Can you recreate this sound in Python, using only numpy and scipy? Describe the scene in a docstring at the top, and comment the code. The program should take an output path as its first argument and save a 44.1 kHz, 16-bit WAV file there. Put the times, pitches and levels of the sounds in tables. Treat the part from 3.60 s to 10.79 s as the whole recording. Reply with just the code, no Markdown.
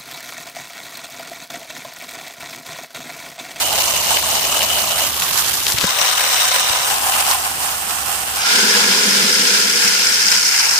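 """Corn kernels stream from a chute onto a plastic tub, the concrete and then into a bucket held in the stream:
random clicks ring the modes of what they strike, single near kernels ping. The bucket booms, rings and ticks.
A handheld two-port recorder is turned about close by, so modes, balance and lag change with each pose.
Fingers bump its case (short low cycles); far off a motor hums (wavering sine) over yard rumble (banded noise)."""
import sys
import numpy as np
from scipy import signal
from scipy.io import wavfile

SR = 44100
rng = np.random.default_rng(int(sys.argv[2]) if len(sys.argv) > 2 else 0)


def generate_wav(sig):
    """Save sig (samples, or channels by samples) to the path in sys.argv[1] as 16-bit PCM at SR."""
    pcm = np.round(np.clip(np.atleast_2d(sig).T, -1, 1) * 32767).astype(np.int16)
    wavfile.write(sys.argv[1], SR, pcm)


N = 317077

# middles of the turns from pose to pose: (time [s])
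TURNS_S = [1.47, 2.25, 3.27, 4.82]
TURN_LENGTH_S = 0.1


def from_db(db):
    """Gain of a level in dB."""
    return 10 ** (np.asarray(db) / 20)


def mid_one(x):
    """Scales so that the mean of both sides has rms 1."""
    mid = np.mean(x, axis=0)
    return x / np.sqrt(np.mean(mid ** 2) + 1e-20)


def in_time(rows):
    """Each column of a curve at every sample."""
    times_s, *columns = np.transpose(rows)
    t = np.arange(N) / SR
    return [np.interp(t, times_s, column) for column in columns]


def sides(pan_db):
    """Gains of left and right for a level difference, left minus right."""
    return from_db(np.array([pan_db / 2, -pan_db / 2])).reshape(2, -1)


def drift(rate_hz):
    """Slow noise of spread 1: two equal low-pass poles at rate_hz, run at SR / 20 and interpolated."""
    step, settle = 20, 4000
    r = np.exp(-2 * np.pi * rate_hz * step / SR)
    white = rng.standard_normal(N // step + settle + 2)
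    slow = signal.lfilter([1], [1, -2 * r, r * r], white)[settle:]
    return np.interp(np.arange(N) / step, np.arange(len(slow)), slow / slow.std())


def resonance(x, hz, width_hz):
    """Two-pole peak of gain 1."""
    r = np.exp(-np.pi * width_hz / SR)
    zeros = np.array([1, 0, -1]) * (1 - r * r) / 2
    poles = [1, -2 * r * np.cos(2 * np.pi * hz / SR), r * r]
    return signal.lfilter(zeros, poles, x)


def hail(hits_per_s, size_db, channels):
    """Clicks at random moments, many small and few large; rms 1."""
    shape = (channels, N)
    over_smallest_db = size_db * np.minimum(rng.exponential(1, shape), 6)
    sizes = from_db(over_smallest_db) * rng.choice([-1, 1], shape)
    clicks = sizes * (rng.random(shape) < hits_per_s / SR)
    return clicks / clicks.std() + 1e-18


def stream():
    """Kernels land in clumps and ring what they strike; the ring of each pose fades into the next."""
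    # modes of struck plastic, concrete and ports in each pose:
    # (frequency [Hz], width [Hz], relative level [dB], left minus right [dB])
    in_the_hand = [(650, 160, -1.5, 2), (886, 210, 0, -2.5), (982, 287, 1, -1), (1320, 340, 0, -1.5),
                   (2050, 2100, -4, 2.5), (2970, 220, 6, 4), (3900, 980, -5, 2), (6500, 2000, -2, -0.5),
                   (8350, 1900, -3, -3), (15100, 4400, -7.5, -3)]
    hand_opens = [(706, 500, -6.5, 9), (1100, 325, -0.5, 3.5), (1540, 540, -3, 3), (3020, 1200, 0.5, 5.5),
                  (5350, 4500, -2.5, 2.5), (14000, 7200, -8, -7)]
    behind_tub = [(528, 120, -8.5, 8), (761, 88, -1.5, 4), (1003, 78, -0.5, 7.5), (1241, 94, -1, -3),
                  (1490, 180, 2.5, 0.5), (2040, 840, 0, -1.5), (2980, 350, 4, 3), (3770, 380, 2.5, 8),
                  (5730, 1080, 1, 2.5), (8480, 1350, -2, -4.5), (14900, 1700, -5.5, 1)]
    over_tub = [(784, 111, 5, 5), (1040, 99, 5, 1), (1300, 660, -7, 4), (2860, 590, -5.5, 8.5),
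                (4630, 3400, -11, 5.5), (8460, 2150, -7, 1.5), (15100, 6200, -13.5, 3)]
    at_bucket = [(870, 450, -2, -2), (1073, 134, 0.5, 0.5), (1388, 126, -3, 1), (1667, 260, -2, -2),
                 (2100, 420, -3, 3), (3170, 1470, -5, 4), (5100, 650, 1, 1), (6430, 1400, -5, 1),
                 (8350, 2660, -8.5, -1.5), (15100, 6300, -19, 3.5)]
    poses = [in_the_hand, hand_opens, behind_tub, over_tub, at_bucket]
    # delay of shared sound at the right port, one per pose: (lag [samples])
    right_lags = [4, 0, -5, 9, 9]
    # where the stream lies as the recorder swings: (time [s], left minus right [dB])
    swing = [(0.0, -3), (1.06, -0.5), (1.88, -7), (2.24, 2.0), (4.54, -9.5), (4.98, -1), (7.19, 0.0)]
    # share of the pour heard as separate near hits, the rest is even hiss: (time [s], share [0-1])
    coarse_share = [(2.2, 1.0), (3.74, 0.9), (3.84, 0.55), (7.19, 0.7)]
    hits_per_s, size_db, clump_db, flutter_db = 6000, 3.1, 1.4, 1.5

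    rattle_db, hollow_db = pour_levels()
    pan_db, = in_time(swing)
    coarse, = in_time(coarse_share)
    clumps = from_db(coarse * clump_db * (0.5 * drift(15) + drift(85)))
    clumps = clumps / np.sqrt(np.mean(clumps ** 2))
    # kernels land on other spots from moment to moment, so modes are struck harder or softer in turn
    flutter = from_db([coarse * flutter_db * drift(44) for _ in range(5)])
    clicks = hail(hits_per_s, size_db, channels=4)
    spray = rng.standard_normal((2, N))
    hits = np.sqrt(coarse) * clicks + np.sqrt(1 - coarse) * rng.standard_normal(clicks.shape)

    t, out = np.arange(N) / SR, np.zeros((2, N))
    edges = [-1, *TURNS_S, N / SR + 1]
    for k, (modes, lag, start, end) in enumerate(zip(poses, right_lags, edges, edges[1:])):
        share = np.clip(np.minimum(t - start, end - t) / TURN_LENGTH_S + 0.5, 0, 1)
        on = share > 0
        # other kernels are heard in each pose
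        shared, *own = np.roll(hits, k, axis=0)[:3, on] * clumps[on]
        both = np.array([shared, np.roll(shared, lag)])
        pose_spray = np.roll(spray, k, axis=0)[:, on]
        hollow, rattle = ringing(modes, both, np.array(own), pose_spray, flutter[:, on])
        poured = from_db(hollow_db[on]) * mid_one(hollow) + from_db(rattle_db[on]) * mid_one(rattle)
        out[:, on] += np.sqrt(share[on]) * poured * sides(pan_db[on])
    return out


def pour_levels():
    """Rattle and hollow ring in dB: the flow, with every slug swelling and falling back alike."""
    # flow between slugs: (time [s], rattle [dB], hollow ring of the plastic against the rattle [dB])
    flow = [(0, -21.5, -7.5), (0.65, -19.5, -7.0), (1.35, -20.5, -7.5), (1.53, -23.0, -8.0),
            (1.9, -20.5, -9.5), (2.16, -25.0, -11.5), (2.36, -19.0, -6.5), (2.82, -16.5, -8.5),
            (3.05, -20.0, -8.0), (3.26, -20.5, -4.0), (3.63, -20.5, -7.5), (3.8, -24.0, -6.5),
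            (4.17, -24.5, -9.0), (4.74, -24.5, -8.5), (4.93, -14.5, -13.0), (5.25, -16.0, -12.0),
            (5.7, -16.0, -18.5), (6.6, -17.0, -19.0), (6.98, -17.0, -17.0), (7.19, -16.5, -13.0)]
    # crests of denser slugs of kernels: (time [s], rattle over the flow [dB])
    slugs = [(0.01, 3.5), (0.19, 2.5), (0.29, 2.0), (0.515, 2.5), (0.73, 2.0), (0.95, 2.5), (1.14, 2.5),
             (1.235, 2.0), (1.41, 3.5), (1.62, 3.5), (1.76, 3.5), (2.015, 2.0), (2.11, 4.0), (2.21, 3.0),
             (2.98, 2.0), (3.12, 3.0), (3.305, 2.0), (3.48, 3.5), (3.57, 3.5), (3.7, 5.5), (3.855, 2.0),
             (4.04, 3.5), (4.305, 3.0), (4.505, 2.5), (5.185, 2.5), (5.6, 1.5), (5.93, 1.5), (6.26, 2.0),
             (6.72, 2.0), (6.96, 1.5)]
    rise_s, fall_s = 0.06, 0.09
    hollow_follows = 1.3   # dB of hollow ring per dB of slug

    t = np.arange(N) / SR
    flow_db, hollow_db = in_time(flow)
    slug_db = sum(np.interp(t, [s - rise_s, s, s + fall_s], [0, db, 0]) for s, db in slugs)
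    return flow_db + slug_db, flow_db + hollow_db + hollow_follows * slug_db


def ringing(modes, shared, own, spray, flutter):
    """Hits through the modes of a pose, split into hollow ring and rattle; long waves reach both ports alike."""
    alike_below_hz, hollow_top_hz = 1080, 1300
    # part of the treble that is fine even spray of chaff and far kernels
    spray_above_hz, spray_share = 7500, 0.26

    hollow, rattle = 0, 0
    for k, (hz, width_hz, level_db, pan_db) in enumerate(modes):
        alike = 0.75 / (1 + (hz / alike_below_hz) ** 4)
        blows = (np.sqrt(alike) * shared + np.sqrt(1 - alike) * own) * flutter[k % len(flutter)]
        if hz > spray_above_hz:
            blows = np.sqrt(1 - spray_share) * blows + np.sqrt(spray_share) * spray
        sign = (-1) ** k
        ring = sign * from_db(level_db) * sides(pan_db) * resonance(blows, hz, width_hz)
        if hz < hollow_top_hz:
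            hollow = hollow + resonance(ring, hz, 6.6 * width_hz)   # steeper skirts
        else:
            rattle = rattle + ring
    return hollow, rattle


def filling(pour):
    """The rising heap damps the bucket wall, so a band of the rattle gradually weakens."""
    start_s, full_damping_s = 5.6, 2.7
    damped = np.clip((np.arange(N) / SR - start_s) / full_damping_s, 0, 1)
    return pour - damped * resonance(pour, 3440, 1140)


def knocks():
    """Near kernels ping, gritty and falling: a bending wave spreads out, highs come first, lows last."""
    # single kernels close to the ports:
    # (time [s], nominal peak of the louder side [dB], middle pitch [Hz], left minus right [dB])
    kernels = [(0.5712, -6, 2900, 4), (1.018, -6, 3200, 1), (1.6217, -5, 2900, 10), (2.0666, -1, 3900, 7),
               (2.0802, -7, 4500, 5), (2.1214, -5.5, 5800, 2), (2.1832, -8.5, 3500, 0),
               (2.185, -4, 5200, -9), (2.188, -7, 3700, 8), (2.2062, -10, 4000, 3), (2.2108, -5, 4500, 9),
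               (2.2165, -10, 4500, 0), (2.2398, -7, 4000, 9), (2.2685, -10, 7000, 2), (3.7115, -5, 6000, 3)]
    length_s, fall_octaves, grit_share = 0.0024, 2.4, 0.45

    out, grit = np.zeros((2, N)), rng.standard_normal((2, N))
    progress = np.linspace(0, 1, round(length_s * SR))
    for s, peak_db, middle_hz, pan_db in kernels:
        i = round(s * SR)
        span = slice(i, i + len(progress))
        pitch_hz = middle_hz * 2 ** (fall_octaves * (0.5 - progress))
        turn = 2 * np.pi * np.cumsum(pitch_hz) / SR + rng.uniform(0, 2 * np.pi)
        ping = np.sin(np.pi * progress) * (np.sin(turn) + grit_share * grit[:, span])
        out[:, span] += from_db(peak_db - abs(pan_db) / 2) * sides(pan_db) * ping
    return out


def bucket_boom():
    """Hail and soft thumps drive the bucket's air and floor modes: swells, holds, dies as it fills."""
    # low modes of the bucket: (frequency [Hz], width of the first of two passes [Hz], relative level [dB])
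    bucket_modes = [(203, 38, -1.5), (256.5, 21, -4), (420, 85, -3), (473, 62, -4)]
    # heavier soft thumps on the bucket floor: (time [s], relative strength of the blow [dB])
    thumps = [(5.025, 39.5), (5.3, 40.5), (5.465, 40), (5.63, 44), (5.79, 42), (6.245, 42)]
    thump_contact_s = 0.004
    start_s, rise_s, hold_s, level_db, fade_db_per_s = 4.79, 0.19, 0.7, -27.5, 11.5

    mid, side = hail(1500, 2.1, channels=2)
    push = np.hanning(round(thump_contact_s * SR))
    for s, db in thumps:
        mid[round(s * SR):][:len(push)] += from_db(db) * push / push.sum()
    blows = mid + 0.14 * side * np.array([[1], [-1]])
    boom = 0
    for hz, width_hz, db in bucket_modes:
        once = resonance(blows, hz, width_hz)
        boom = boom + from_db(db) * resonance(once, hz, 0.97 * width_hz)
    since_s = np.arange(N) / SR - start_s
    swell = np.clip(since_s / rise_s, 0, 1) ** 2
    fade_db = fade_db_per_s * np.clip(since_s - rise_s - hold_s, 0, None)
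    return swell * from_db(level_db - fade_db) * mid_one(boom)


def bucket_ring():
    """One gliding mode of the empty bucket: slow random swells carried on its moving pitch."""
    # the bucket swings into the stream: (time [s], pitch [Hz], level [dB])
    swinging_in = [(4.8, 1300, -36), (4.94, 1473, -25), (5.12, 1690, -26.5), (5.3, 1646, -33)]
    hz, level_db = in_time(swinging_in)
    turn, t = 2 * np.pi * np.cumsum(hz) / SR, np.arange(N) / SR
    ring = np.array([drift(52) * np.cos(turn) + drift(58) * np.sin(turn) for _ in range(2)])
    on = (t > swinging_in[0][0]) * (t < swinging_in[-1][0])
    return on * from_db(level_db) * mid_one(ring)


def ticks():
    """Kernels crack on kernels: sparse noise bursts of a few ms in the bright modes of the heap."""
    # cracking as the bucket fills: (time [s], level [dB])
    crack_levels = [(4.9, -31), (6.3, -25), (6.75, -20.5)]
    level_db, = in_time(crack_levels)
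    decay_s = 0.0011
    fade = np.exp(-1 / (decay_s * SR))
    bursts = signal.lfilter([1], [1, -fade], np.abs(hail(200, 2.4, channels=1)))
    sprayed = bursts * rng.standard_normal((2, N))
    cracks = resonance(resonance(sprayed, 5200, 1000), 5600, 1800)
    on = np.arange(N) / SR > crack_levels[0][0]
    return on * from_db(level_db) * mid_one(cracks)


def bumps():
    """Fingers bump the case: a few low cycles with an overtone that swell in a moment and die."""
    # bumps: (time [s], level before the swell [dB], pitch [Hz], decay by 60 dB [s], left minus right [dB])
    finger_bumps = [(2.143, -11, 110, 0.02, -10), (2.184, -19, 99.6, 0.023, -13),
                    (2.2345, -14, 90, 0.03, 7), (2.24, -9, 500, 0.02, 3), (2.241, -10.5, 185, 0.05, 0),
                    (3.1, -21, 84.5, 0.028, 14)]
    out, t = np.zeros((2, N)), np.arange(SR // 8) / SR
    swell = 1 - np.exp(-t / 0.0012)
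    for s, level_db, hz, t60_s, pan_db in finger_bumps:
        i = round(s * SR)
        overtone = 0.54 * np.exp(-t / 0.006) * np.sin(2 * np.pi * 3.2 * hz * t)
        cycles = np.sin(2 * np.pi * hz * t) + overtone
        out[:, i:i + len(t)] += sides(pan_db) * from_db(level_db - 60 * t / t60_s) * cycles * swell
    return out


def motor():
    """Far motor: a low sine that wavers a little in pitch and level."""
    hum_db, _ = by_pose()
    pitch_hz = 70.5 + 0.6 * drift(2.2)
    waver = from_db(1.2 * drift(6))
    hum = np.sqrt(2) * waver * np.sin(2 * np.pi * np.cumsum(pitch_hz) / SR)
    return from_db(hum_db) * hum * sides(1.7)


def yard_rumble():
    """Dull rumble of the far yard: noise weighted in half-octave bands, mostly alike on both sides."""
    # rumble spectrum: (frequency [Hz], relative density [dB per Hz])
    spectrum = [(30, -17), (100, -5.5), (160, -6.5), (300, -9.5), (600, -10.5)]
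    _, rumble_db = by_pose()
    spectrum_hz, density_db = np.transpose(spectrum)
    white = rng.standard_normal((2, 2, N))
    rumble = 0
    for k, low_hz in enumerate(30 * 2 ** np.arange(0, 4.5, 0.5)):
        band = signal.butter(2, [low_hz, low_hz * np.sqrt(2)], "band", fs=SR, output="sos")
        mid, side = signal.sosfilt(band, white[k % 2])   # neighbouring bands use separate noise
        middle_hz = low_hz * 2 ** 0.25
        gain = from_db(np.interp(np.log(middle_hz), np.log(spectrum_hz), density_db))
        rumble = rumble + gain * (mid + 0.29 * side * np.array([[1], [-1]]))
    return from_db(rumble_db) * mid_one(rumble)


def by_pose():
    """Hum and rumble levels in dB at every sample, gliding through the turns."""
    # the far yard, one row per pose: (motor hum [dB], rumble [dB])
    pose_levels = [(-44, -38.5), (-43, -39.5), (-52.5, -45), (-45, -42.5), (-52, -48.5)]
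    times_s = np.add.outer(TURNS_S, [-TURN_LENGTH_S / 2, TURN_LENGTH_S / 2]).ravel()
    return in_time(np.column_stack([times_s, np.repeat(pose_levels, 2, axis=0)[1:-1]]))


def scene():
    """All sources at the two ports."""
    near = filling(stream()) + knocks()
    bucket = bucket_boom() + bucket_ring() + ticks()
    return near + bucket + bumps() + motor() + yard_rumble()


def record(dry):
    """The microphones lose the deepest bass, peaks are rounded, the top is cut."""
    low_cut_hz, top_cut_hz, ceiling = 59.6, 15850, 0.92
    thin = signal.sosfilt(signal.butter(2, low_cut_hz, "high", fs=SR, output="sos"), dry)
    rounded = ceiling * np.tanh(thin / ceiling)
    return signal.sosfilt(signal.cheby2(20, 80, top_cut_hz, fs=SR, output="sos"), rounded)


dry = scene()
out = record(dry)
generate_wav(out)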